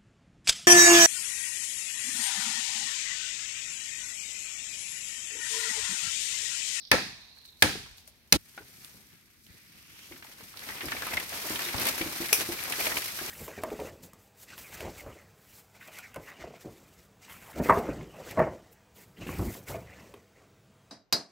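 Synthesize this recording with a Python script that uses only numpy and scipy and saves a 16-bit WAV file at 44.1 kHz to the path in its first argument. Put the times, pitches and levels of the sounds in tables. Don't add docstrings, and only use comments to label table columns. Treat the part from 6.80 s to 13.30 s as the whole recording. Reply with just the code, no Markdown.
import sys
import numpy as np
from scipy import signal
from scipy.fft import rfft, irfft, next_fast_len
from scipy.io import wavfile
from scipy.ndimage import uniform_filter1d

SR = 44100
rng = np.random.default_rng(int(sys.argv[2]) if len(sys.argv) > 2 else 0)


def voltage_ratio(decibels):
    exponent = np.asarray(decibels, float) / 20
    return 10 ** exponent


def inscribe(sig):
    pcm = np.round(np.clip(np.atleast_2d(sig).T, -1, 1) * 32767)
    wavfile.write(sys.argv[1], SR, pcm.astype(np.int16))


N = 286650
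CLOCK = np.arange(N) / SR
SIZE = next_fast_len(N + SR)

# [f/Hz, colour/dB per Hz]
AIR_COLOUR = [(15, -38.5), (25, -7), (85, -1), (163, -8), (238, -5), (280, -11), (1150, -20.5), (2210, -13),
              (4130, -21), (4600, -22), (7710, -38), (12600, -22), (16500, -30)]
# [t/s, peak/dB, t60/s]
LITTER_STIRS = [
    (.57, -67, .12),
    (.65, -63.5, .5),
    (.8, -61.5, 1.2),
    (1.18, -55, 0.16),
    (1.278, -50, 0.048),
    (1.48, -74, .6),
]
# [f/Hz, colour/dB per Hz]
RUSTLE_COLOUR = [(25, -17.5), (80, -0.5), (330, -5), (1100, -6), (2350, -1.5), (2900, -5), (5700, -2),
                 (7500, -6.5), (8700, -7.5), (10400, -10.5), (12500, -1), (15000, -8.5), (16400, -9.5)]
# [t/s, level/dB, centre f/Hz, width/Hz]
BIRD_CALL = [
    (0, -50, 4970, 1630),
    (.04, -52.5, 4500, 2404),
    (.105, -57, 4480, 2594),
    (.4, -62, 3900, 887),
    (.58, -62.5, 4240, 550),
    (.68, -57.5, 4000, 700),
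    (.76, -66.5, 3830, 700),
    (.81, -63, 4400, 300.4),
    (1.3, -82.5, 4300, 499),
]
# [f/Hz, t60/s, late t60/s, late level/dB]
GROVE_DECAY = [(59.9, 0.26, 1.1, -22), (160, 0.37, 1.1, -22), (420, 0.28, 0.41, -27.5),
               (1110, 0.19, 1.5, -26), (1800, 0.37, 0.56, -25.5), (3500, 0.54, 1.2, -15),
               (5600, 0.53, 2.2, -26), (8000, 0.064, 0.81, -33), (14000, 0.49, .9, -23)]
# [t/s, level/dB, centre f/Hz]
BOUGH_SWEEP = [
    (2.65, -91, 1900),
    (2.69, -68, 2010),
    (2.85, -69, 2300),
    (3.05, -67.5, 2820),
    (3.25, -59.5, 2980),
    (3.4, -82, 3090),
]
# [t/s, level/dB, f/Hz, length/s]
TWIG_SCRAPES = [(3.843, -47.5, 2040, .008), (3.904, -40, 1900, 0.0072), (3.922, -42.5, 2000, .006),
                (3.972, -45, 3020, 0.0037), (4.062, -45.5, 5040, 0.0071), (4.171, -40, 2300, .006),
                (4.232, -38.5, 1600, .006), (4.322, -39, 2210, .008), (4.339, -33.5, 2170, .006),
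                (4.376, -30, 2090, .005), (5.428, -39.5, 2090, 0.003), (6.072, -30.5, 2200, .007),
                (6.172, -29, 2350, .004), (6.011, -32, 2450, 0.0025), (6.118, -35.5, 1930, .01),
                (5.938, -35, 1900, 0.0032)]
# [t/s, peak/dB, centre f/Hz]
SPLINTER_FLICKS = [(3.8583, -36, 12100), (4.0563, -25, 12000), (4.2691, -20, 11700), (4.3985, -28, 12100),
                   (4.9815, -27, 12200), (4.998, -19, 12400), (5.0326, -20, 11100), (5.0654, -18, 12800),
                   (5.485, -22, 12100), (5.6123, -25, 11100), (5.8385, -22, 10900), (5.9005, -27, 10600),
                   (5.922, -18.5, 10700), (6.0054, -13, 12500), (6.0544, -25, 11800)]
# [f/Hz, level/dB, t60/s]
TAP_MODES = [
    (806, -45.5, 0.064),
    (1000, -54, .03),
    (1460, -35.5, 0.068),
    (1870, -50, .03),
    (2253, -37, .035),
    (3770, -50, .015),
]
# [t/s, peak/dB, ring f/Hz, t60/s]
STEM_KNOCKS = [(0.954, -25, 421, 0.013), (1.278, -53, 620, 0.048), (1.785, -42.5, 368.8, 0.061),
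               (1.806, -41.5, 400, .05), (1.819, -43, 1510, 0.04), (1.838, -59, 200, .03),
               (2.143, -46.5, 202, 0.085), (2.698, -49, 104.8, 0.11), (2.941, -53, 194, 0.07),
               (3.312, -37, 356, 0.066), (3.33, -48.5, 320, 0.037), (3.604, -41.5, 459, 0.043),
               (4.032, -32, 360, 0.17), (4.047, -32, 313, 0.051), (4.056, -38, 113, 0.11),
               (4.133, -35.5, 271, 0.07), (4.2669, -22.5, 1300, 0.022), (4.331, -31, 666, 0.031),
               (4.522, -32, 677, 0.046), (4.704, -25, 318, 0.046), (4.731, -58.5, 182, 0.079),
               (4.84, -29, 3710, 0.099), (4.863, -36.5, 349, 0.17), (4.943, -27.5, 108.7, 0.15),
               (4.945, -32, 260, 0.041), (5.094, -41, 377, 0.058), (5.208, -20.5, 329, 0.06),
               (5.26, -27, 300, 0.057), (5.283, -52, 259, 0.085), (5.402, -25, 335, 0.12),
               (5.524, -30, 433, 0.055), (5.584, -31.5, 345, 0.052), (5.688, -23, 344, 0.07),
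               (5.917, -39.5, 338, 0.06), (5.984, -32, 385, 0.058), (6.068, -26.5, 630, 0.069),
               (6.413, -26.5, 379, 0.034)]
# [t/s, peak/dB, ring f/Hz, treble/dB]
LITTER_TICKS = [(0.57, -47, 1690, -18), (0.614, -45, 3500, -6), (0.651, -42, 4050, -13),
                (1.057, -42, 1370, -30), (1.181, -39.5, 4730, -9), (1.276, -34.5, 2370, 20),
                (1.777, -32.5, 1570, -27), (1.92, -61, 2150, -28), (2.046, -29.5, 3780, 14),
                (2.665, -44.5, 3060, -8), (3.19, -38, 2270, -8), (3.32, -36.5, 2190, -26),
                (3.361, -40, 1810, -20.5), (3.4236, -35.5, 1800, -20), (3.446, -40, 904, -22),
                (3.467, -40.5, 2120, -17), (3.523, -41.5, 3100, -18), (3.607, -37, 1110, -10),
                (3.739, -38, 1300, -25), (3.771, -30, 4400, -2), (3.792, -30, 4160, 2)]
# [t/s, peak/dB, ring f/Hz, treble/dB]
TWIG_SNAPS = [(4.007, -24, 2120, -30), (4.083, -24.5, 1920, -19), (4.119, -18, 1790, -24),
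              (4.2205, -21, 1690, -11), (4.2665, -26.5, 1220, -31), (4.335, -23.5, 2120, -24),
              (4.37, -15.5, 2120, -22.5), (4.4, -24.5, 2010, -15), (4.757, -20.5, 3070, -18),
              (4.792, -19.5, 1850, -18), (4.942, -23, 866, -24), (4.981, -23, 4000, -15),
              (5.069, -13, 1960, 12), (5.211, -21.5, 2280, -25.5), (5.49, -25, 2120, -18),
              (5.609, -21, 2530, -3), (5.789, -24.5, 2300, -18), (5.922, -19.5, 2550, -22),
              (5.939, -32, 1790, -10), (5.994, -22, 1810, 1), (6.008, -22, 2500, -6),
              (6.067, -18.5, 2440, -20), (6.1687, -21, 2420, -23), (6.388, -27, 1650, -29)]
# [t/s, peak/dB, ring f/Hz, treble/dB]
TWIG_CRACKS = [(3.819, -37, 1690, -20.5), (3.888, -27, 1800, -18), (3.964, -44, 1180, -16),
               (4.04, -35, 730, -21), (4.148, -28, 710, -15), (4.168, -28.5, 2270, -20),
               (4.313, -38, 2280, -20), (4.527, -27, 1830, -22.5), (4.684, -29, 1800, -18),
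               (4.886, -22.5, 2110, -18), (4.997, -31, 724, -11), (5.03, -37.5, 1040, -20),
               (5.367, -33, 2320, -20), (5.407, -32, 912, -16), (5.658, -33, 2020, -20),
               (6.045, -26, 720, -20), (6.119, -23.5, 1880, -23), (6.224, -26.5, 2380, -18)]
# [peak/dB, t60/s, shower level/dB, shower t60/s]
BRANCH_BREAK = (-5, 0.02, -20, 0.2)
# [f/Hz, colour/dB per Hz]
BRANCH_COLOUR = [(240, -38), (400, -11.5), (1760, -15), (2050, -11.5), (2470, 1), (3100, -12),
                 (4300, -16.5), (5700, -3), (7060, -15), (11900, -7.5), (16000, -11)]
# [t/s, shaking crown level/dB, drag through twigs level/dB]
HAUL_STRENGTH = [(1.6, -63, -67.5), (2.04, -56.5, -63), (2.2, -60.5, -66), (2.5, -69.5, -69),
                 (2.65, -64, -74.5), (2.72, -63, -68.5), (3.05, -62.5, -65.5), (3.27, -55.5, -62.5),
                 (3.72, -55, -58.5), (3.9, -48, -50), (4.26, -44, -45), (4.48, -45, -47.5),
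                 (4.75, -39, -43.5), (4.95, -42, -43), (5.4, -41.5, -45.5), (5.75, -41, -44),
                 (6.05, -37.5, -42.5), (6.36, -43.5, -49), (6.5, -41, -43.5)]
# [t/s, level over the steady pull/dB, length/s]
CROWN_TUGS = [(3.413, -3.5, 0.024), (3.45, -1.5, 0.027), (3.557, -4.5, .025), (3.85, -1, .025),
              (3.886, 3, 0.018), (4.002, -3, 0.012), (4.207, -1, 0.02), (4.264, -2, 0.016),
              (4.462, -2, 0.025), (4.684, 1.1, 0.036), (4.782, -3.5, 0.0095), (3.748, -6, 0.011),
              (6.158, 1.5, .01), (5.164, 0, 0.026), (5.77, -3, 0.034), (5.863, -3, 0.043),
              (4.334, 2.5, 0.011), (4.565, 2, 0.032), (4.793, 2.5, 0.0055), (5.023, 6.5, 0.037),
              (5.084, 8.5, 0.025), (5.22, 0.5, 0.014), (5.608, 5.5, 0.025), (5.936, -1, 0.014),
              (6.003, 4, 0.01), (6.072, 3.5, 0.018), (6.181, 5, 0.0085)]
# [t/s, peak/dB, stem ring/dB, scatter/dB]
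BLADE_BLOWS = [
    (0.114, -6, -1.5, -8),
    (0.822, -4.5, -1.8, -12),
    (1.5234, -2.5, -4.5, -16),
]
# [f/Hz, colour/dB per Hz]
SPLIT_COLOURS = [
    [(88, -45), (150, -14), (1420, -12.5), (1760, -1.5), (2000, -8.5), (2400, -3), (2900, -13),
     (4580, -9.5), (6390, -15), (7040, -31.5), (8730, -20.5), (16000, -27)],
    [(88, -32), (150, -10), (637, -13.5), (1040, -21), (1400, -13), (1690, 2.5), (1900, -7.5), (2150, 0.5),
     (2480, -3), (2750, -10.5), (3300, -6), (4580, -11), (5790, -13), (6510, -14.5), (16000, -21)],
    [(88, -33), (150, -3.5), (1040, -20.5), (1450, -9), (1900, -13), (2650, -3.5), (3420, -18.5),
     (4080, -0.5), (5300, -1.5), (6640, -6), (7770, -21), (9820, -9.5), (10800, -18), (14200, -7.5),
     (16000, -25.5)],
]
SPLIT_LENGTHS_MS = [
    3.7,
    3.7,
    3.7,
]
SPLIT_DECAYS_S = [
    .019,
    .019,
    .012,
]
# [f/Hz, t60/s, swell/s]
STEM_MODES = [(104, 0.12, 0.0063), (166, 0.12, 0.0036), (304, 0.16, 0.033), (521.5, 0.045, 0.03),
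              (564, 0.072, .012), (682, 0.069, 0.015), (823.4, .07, 0.0086), (1334, 0.17, 0.013),
              (1690, 0.087, 0.0026), (1790, 0.088, .002), (2120, 0.07, .002), (2390, 0.084, 0.0047),
              (2530, 0.085, 0.0066), (4550, .04, .002)]
# [level under the peak of the blow/dB, one column a mode]
STEM_MODE_LEVELS = [
    [-22, -33, -27, -16.5, -28, -32.5, -27.5, -20, -26, -16, -21, -23.5, -17, -16.5],
    [-28.5, -32, -25, -22, -21.5, -33, -21.5, -30.5, -17.5, -26, -18.5, -21, -26.5, -26.5],
    [-20, -24, -20, -25.5, -34, -34, -21.5, -28, -26, -26.5, -22.5, -34.5, -22, -30.5],
]
# [f/Hz, colour/dB per Hz]
ECHO_COLOURS = [
    [(28, -29.5), (45, -6.5), (90, -7), (320, -6), (520, -8.5), (700, -5.5), (1100, -9), (1360, -12.5),
     (1500, -11), (1750, -3), (2100, -12), (2500, -10), (3000, -21), (3700, -15.5), (4900, -15.5),
     (6500, -20.5), (7000, -24), (16000, -36.5)],
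    [(26, -43), (45, 0), (92, 0.5), (197, -5.5), (453, -6.5), (609, -11), (818, -5), (1020, -11.5),
     (1350, -10), (1700, -4), (2000, -11.5), (2450, -10), (2750, -15), (3300, -13.5), (5600, -16),
     (6100, -17), (12500, -26.5), (16000, -32)],
    [(28, -30.5), (48, 7.5), (503, -6.5), (1340, -15), (1950, -14), (3270, -13.5), (3850, -9), (4750, -13),
     (12400, -22), (16000, -28.5)],
]
# [f/Hz, shared part/0 to 1]
PORT_LIKENESS = [(25, 0), (60, 0.98), (130, 0.7), (290, 0.83), (640, 0.58), (1000, 0.58), (1500, 0),
                 (15000, 0)]
# [f/Hz, left minus right/dB]
PORT_TILT = [(25, 14), (100, -0.5), (700, 0), (1300, 2), (2400, 1.5), (4400, -7), (6000, -2.5), (7500, 1),
             (8800, 16.5), (10500, 14), (15000, -3.5)]


def along(table, hz):
    table = np.asarray(table, float)
    return np.interp(np.log(np.maximum(hz, 1)), np.log(table[:, 0]), table[:, 1])


def unit(x):
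    return x / np.sqrt(np.mean(x ** 2))


def add(out, x, s):
    i = int(s * SR)
    out[:, i:i + x.shape[1]] += x[:, :N - i]


def hiss(table, lo_hz=0.91, hi_hz=SR, count=N):
    hz = np.fft.rfftfreq(count, 1 / SR) + 1
    edges = 1 / np.sqrt((1 + (lo_hz / hz) ** 6) * (1 + (hz / hi_hz) ** 6))
    noise = rfft(rng.standard_normal((2, count)))
    return unit(irfft(noise * voltage_ratio(along(table, hz)) * edges, count))


def tint(x, table):
    gain = voltage_ratio(along(table, np.fft.rfftfreq(x.shape[-1], 1 / SR)))
    return irfft(rfft(x) * gain, x.shape[-1])


def causal(gain):
    cepstrum = irfft(np.log(gain + 1e-6), SIZE)
    cepstrum[..., 1:SIZE // 2] *= 2
    cepstrum[..., SIZE // 2 + 1:] = 0
    return np.exp(rfft(cepstrum))


def ring(x, hz, t60):
    pole = np.exp(2j * np.pi * hz / SR - np.log(1000) / (max(t60, .002) * SR))
    return signal.lfilter([1], [1, -pole], x).imag


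def burst(rise_s, hold_s, t60, count=8192):
    t = np.arange(count) / SR
    rise = np.minimum(t / rise_s, 1) ** 2
    return rise * voltage_ratio(-60 * np.maximum(t - rise_s - hold_s, 0) / t60)


def swells(events, rise_s):
    out = np.zeros((1, N))
    for s, db, t60 in events:
        add(out, voltage_ratio(db) * burst(rise_s, 0, t60, count=SR // 2)[None], s - rise_s)
    return out


def crackle(rate, spread_db, tail_s, bed):
    touches = rng.random(N) < rate / SR
    size = voltage_ratio(spread_db * np.minimum(rng.exponential(size=N), 2.5))
    bumps = signal.lfilter([1], [1, -np.exp(-1 / (tail_s * SR))], touches * size)
    return unit(bed + unit(bumps))


def crack(colour, shape):
    x = rng.standard_normal((2, len(shape))) * shape
    for _ in range(3):
        spectrum = rfft(x)
        x = tint(irfft(spectrum / np.abs(spectrum)), colour)
        power = uniform_filter1d(x ** 2, size=64)
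        x = x / np.sqrt(power + 1e-6 * np.max(x ** 2)) * shape
    return x / np.abs(x[0]).max()


def air():
    return hiss(AIR_COLOUR, 35) * voltage_ratio(-55.5 - 11.5)


def litter():
    gain = swells(LITTER_STIRS, rise_s=.012) + voltage_ratio(-74.5)
    return hiss(RUSTLE_COLOUR, 3600) * crackle(rate=520, spread_db=12.0, tail_s=0.0022, bed=0.92) * gain


def bird():
    times, *columns = np.transpose(BIRD_CALL)
    db, hz, width = (np.interp(CLOCK, times, c) for c in columns)
    out = 0
    for band_hz in np.arange(3000, 6600, 200):
        band = ring(ring(rng.standard_normal((2, N)), band_hz, .008), band_hz, .008)
        inside = 1 / (1 + (2 * (band_hz - hz) / width) ** 8)
        out = out + unit(band) * inside / np.sqrt(width / 200)
    return out * voltage_ratio(db + 0.5) * crackle(rate=41, spread_db=2.5, tail_s=.004, bed=2.0)


def grove():
    t, out = CLOCK[:SR], 0
    rows = np.array(GROVE_DECAY)
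    for hz in 32 * 2 ** np.arange(0, 9.1, .5):
        t60, late_t60, late_db = (along(rows[:, [0, k]], hz) for k in range(1, 4))
        band = hiss([(1, 0), (SR, 0)], hz / 2 ** .25, hz * 2 ** .25, count=SR) * np.sqrt(hz / SR)
        out = out + band * (voltage_ratio(-60 * t / t60) + voltage_ratio(late_db - 60 * t / late_t60))
    return out * np.minimum(t / 0.0075, 1) / 20


def sweep():
    s, db, hz = np.transpose(BOUGH_SWEEP)
    db = np.interp(CLOCK, s, db, -120, -120)
    hz = np.interp(CLOCK, s, hz)
    out = 0
    for band_hz in 1400 * 2 ** np.arange(0, 2.5, .25):
        near = lambda centre: np.exp(-(np.log2(band_hz / centre) / .3) ** 2)
        t60 = 8 / band_hz
        band = unit(ring(ring(rng.standard_normal((2, N)), band_hz, t60), band_hz, t60))
        out = out + band * (near(hz) + voltage_ratio(-4) * near(2 * hz))
    return out * voltage_ratio(db)


def tap():
    out = np.zeros((2, N))
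    push = burst(.0001, 0, .0004, count=4096) * np.array([[1], [.4]])
    for hz, db, t60 in TAP_MODES:
        add(out, ring(push / push[0].sum(), hz, t60) * voltage_ratio(db), 1.7774)
    return out


def scrapes():
    out, t = np.zeros((2, N)), CLOCK[:4096]
    middle = t[2048]
    for s, db, hz, length in TWIG_SCRAPES:
        rub = unit(ring(rng.standard_normal((2, 4096)), hz, 0.0088))
        add(out, rub * np.exp(-((t - middle) / length) ** 2) * voltage_ratio(db), s - middle)
    return out


def splinters():
    out = np.zeros((2, N))
    for s, db, hz in SPLINTER_FLICKS:
        colour = [(hz / 4, -30), (hz / 1.18, -6), (hz, 0), (hz * 1.25, -4), (hz * 1.45, -20)]
        flick = crack(colour, burst(0.00019, 0.00041, 0.013, count=1024))
        add(out, flick * voltage_ratio(db - 4.0), s)
    return out


def knocks(echoes):
    out = np.zeros((2, N))
    for s, db, hz, t60 in STEM_KNOCKS:
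        push = burst(0.31 / hz, 0, 0.31 / hz) * np.array([[1], [.3]])
        body = ring(push, hz, t60)
        body = body + 0.26 * ring(push, 1.9 * hz, t60 / 3) + 0.2 * ring(push, 6.2 * hz, t60 / 3)
        thud = hiss([(1, 0), (SR, 0)], hz / 2.0, hz * 1.8, count=8192)
        thud = thud * burst(0.0023, 0.0035, 1.5 * t60)
        add(out, (body / np.abs(body).max() + 0.24 * thud) * voltage_ratio(db - 6.0), s)
    return out + voltage_ratio(-11.5) * signal.fftconvolve(out, echoes, axes=1)[:, :N]


def snaps():
    out = np.zeros((2, N))
    for s, db, hz, treble_db in LITTER_TICKS + TWIG_SNAPS + TWIG_CRACKS:
        low = [(200, -24), (hz / 1.9, -9), (hz, 0), (hz * 1.32, -4)]
        high = [(6200, treble_db / 2 - 10.5), (8000, treble_db - 12.5), (15000, treble_db - 11.5)]
        colour = sorted(low + high)
        t60 = 0.036 * 2 ** (-0.1163 * (treble_db + 18.0))
        click = crack(colour, burst(0.0012, .002, t60, count=4096))
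        tone = ring(click * burst(0.0013, 0.00073, 0.0019, count=4096), hz, 1.4 * t60)
        tone_gain = voltage_ratio(-12 - 0.4 * max(treble_db - 4, 0))
        add(out, (click + tone_gain * tone / np.abs(tone[0]).max()) * voltage_ratio(db - 4.5), s)
        spit_colour = [(300, -24), (hz, 0), (7000, -12), (15000, -22)]
        spit = crack(spit_colour, burst(.0001, .0001, 0.0017, count=512))
        add(out, spit * voltage_ratio(db - 4.5), s + .0005)
        answer = hiss(colour, count=8192) * burst(0.0095, 0.0044, 0.13)
        add(out, answer * voltage_ratio(db - 26.5), s)
    return out


def branch():
    s, (db, t60, shower_db, shower_t60) = 5.5284, BRANCH_BREAK
    out = np.zeros((2, N))
    add(out, crack(BRANCH_COLOUR, burst(0.00034, .0018, t60, count=4096)) * voltage_ratio(db), s)
    shower = hiss(BRANCH_COLOUR, count=16384) * burst(0.0043, 0.0092, shower_t60, count=16384)
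    add(out, shower * voltage_ratio(db + shower_db), s)
    return out


def footfalls():
    events = [(s, db - 27.5 - 6 * np.log2(hz / 300), 0.33) for s, db, hz, _ in STEM_KNOCKS]
    return swells(events, rise_s=0.0067)


def haul():
    times, *columns = np.transpose(HAUL_STRENGTH)
    crown_db, drag_db = (np.interp(CLOCK, times, c) for c in columns)
    tug_db = sum(db * np.exp(-((CLOCK - s) / length) ** 2) for s, db, length in CROWN_TUGS)
    tread = footfalls()
    jolts = crackle(rate=45, spread_db=2, tail_s=.006, bed=5.5)
    ground_gain = tread + voltage_ratio(-58 + 0.42 * (drag_db + 44.5))
    stems_gain = 0.2 * tread + voltage_ratio(-53 + 3.0 + 1.26 * (drag_db + 46) + 1.1 * tug_db)
    twigs_gain = voltage_ratio(drag_db + 0.79 * tug_db + 1.5)
    leaves_gain = voltage_ratio(crown_db + tug_db + 0.43)
    ground = hiss(RUSTLE_COLOUR, 36, 288) * crackle(rate=10, spread_db=4.0, tail_s=0.017, bed=3.0)
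    stems = hiss(RUSTLE_COLOUR, 250, 1175) * crackle(rate=34, spread_db=3.5, tail_s=0.02, bed=1.2)
    twigs = hiss(RUSTLE_COLOUR, 1250, 3100) * crackle(rate=330, spread_db=4.0, tail_s=0.013, bed=1.0)
    leaves = hiss(RUSTLE_COLOUR, 3000) * crackle(rate=190, spread_db=4.5, tail_s=0.0027, bed=3.7)
    return ground * ground_gain + jolts * (stems * stems_gain + twigs * twigs_gain + leaves * leaves_gain)


def chops(echoes):
    out = np.zeros((2, N))
    for k, (s, db, ring_db, scatter_db) in enumerate(BLADE_BLOWS):
        shape = burst(.0005, SPLIT_LENGTHS_MS[k] / 1000 - .0005, SPLIT_DECAYS_S[k])
        add(out, crack(SPLIT_COLOURS[k], shape) * voltage_ratio(db + 2.0), s + .0005)
        for (hz, t60, swell_s), gain_db in zip(STEM_MODES, STEM_MODE_LEVELS[k]):
            wobble = 1 + .4 * unit(uniform_filter1d(rng.standard_normal((2, 8192)), size=160))
            phase = 2 * np.pi * (hz * CLOCK[:8192] + rng.random((2, 1)))
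            mode = np.sin(phase) * wobble * burst(swell_s, 0, t60)
            add(out, mode * voltage_ratio(db + gain_db + ring_db), s)
        add(out, tint(echoes, ECHO_COLOURS[k]) * voltage_ratio(db + scatter_db + 33.5), s)
    return out


def scene():
    before = np.clip((1.573 - CLOCK) / 0.011, 0, 1)
    echoes = grove()
    chopping = air() + litter() + bird() + chops(echoes)
    contacts = sweep() + tap() + scrapes() + splinters() + knocks(echoes) + snaps() + branch()
    both = rfft(chopping * before + haul() * (1 - before) + contacts, SIZE)
    share = np.clip(along(PORT_LIKENESS, np.fft.rfftfreq(SIZE, 1 / SR)), 0, 1)
    mid, side = both * causal(np.sqrt(np.array([1 + share, 1 - share])))
    return irfft(np.array([mid + side, mid - side]), SIZE)[:, :N]


def low_pass(x, top_hz):
    return signal.sosfiltfilt(signal.ellip(12, .1, 90, top_hz, fs=SR, output="sos"), x)


def top_cut(x):
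    return signal.sosfilt(signal.butter(12, 16700, fs=SR, output="sos"), x)


def record(dry):
    tilt_db = along(PORT_TILT, np.fft.rfftfreq(SIZE, 1 / SR)) / 2
    port_gain = causal(voltage_ratio(np.array([tilt_db, -tilt_db]) - 0.5))
    x = irfft(rfft(dry, SIZE) * port_gain, SIZE)[:, :N]
    x = signal.sosfilt(signal.butter(4, 36, "high", fs=SR, output="sos"), x)
    rounded = 1.1 * np.tanh(x / 1.1)
    steady, wide = low_pass(rounded, 15800), low_pass(rounded, 16600)
    is_loud = 1. * (np.abs(x).max(axis=0) > .5)
    near_loud = uniform_filter1d(uniform_filter1d(is_loud, size=160), size=160)
    loud = np.minimum(100 * near_loud, 1) / 4
    return top_cut(steady + loud * (wide - steady))


dry = scene()
out = record(dry)
inscribe(out)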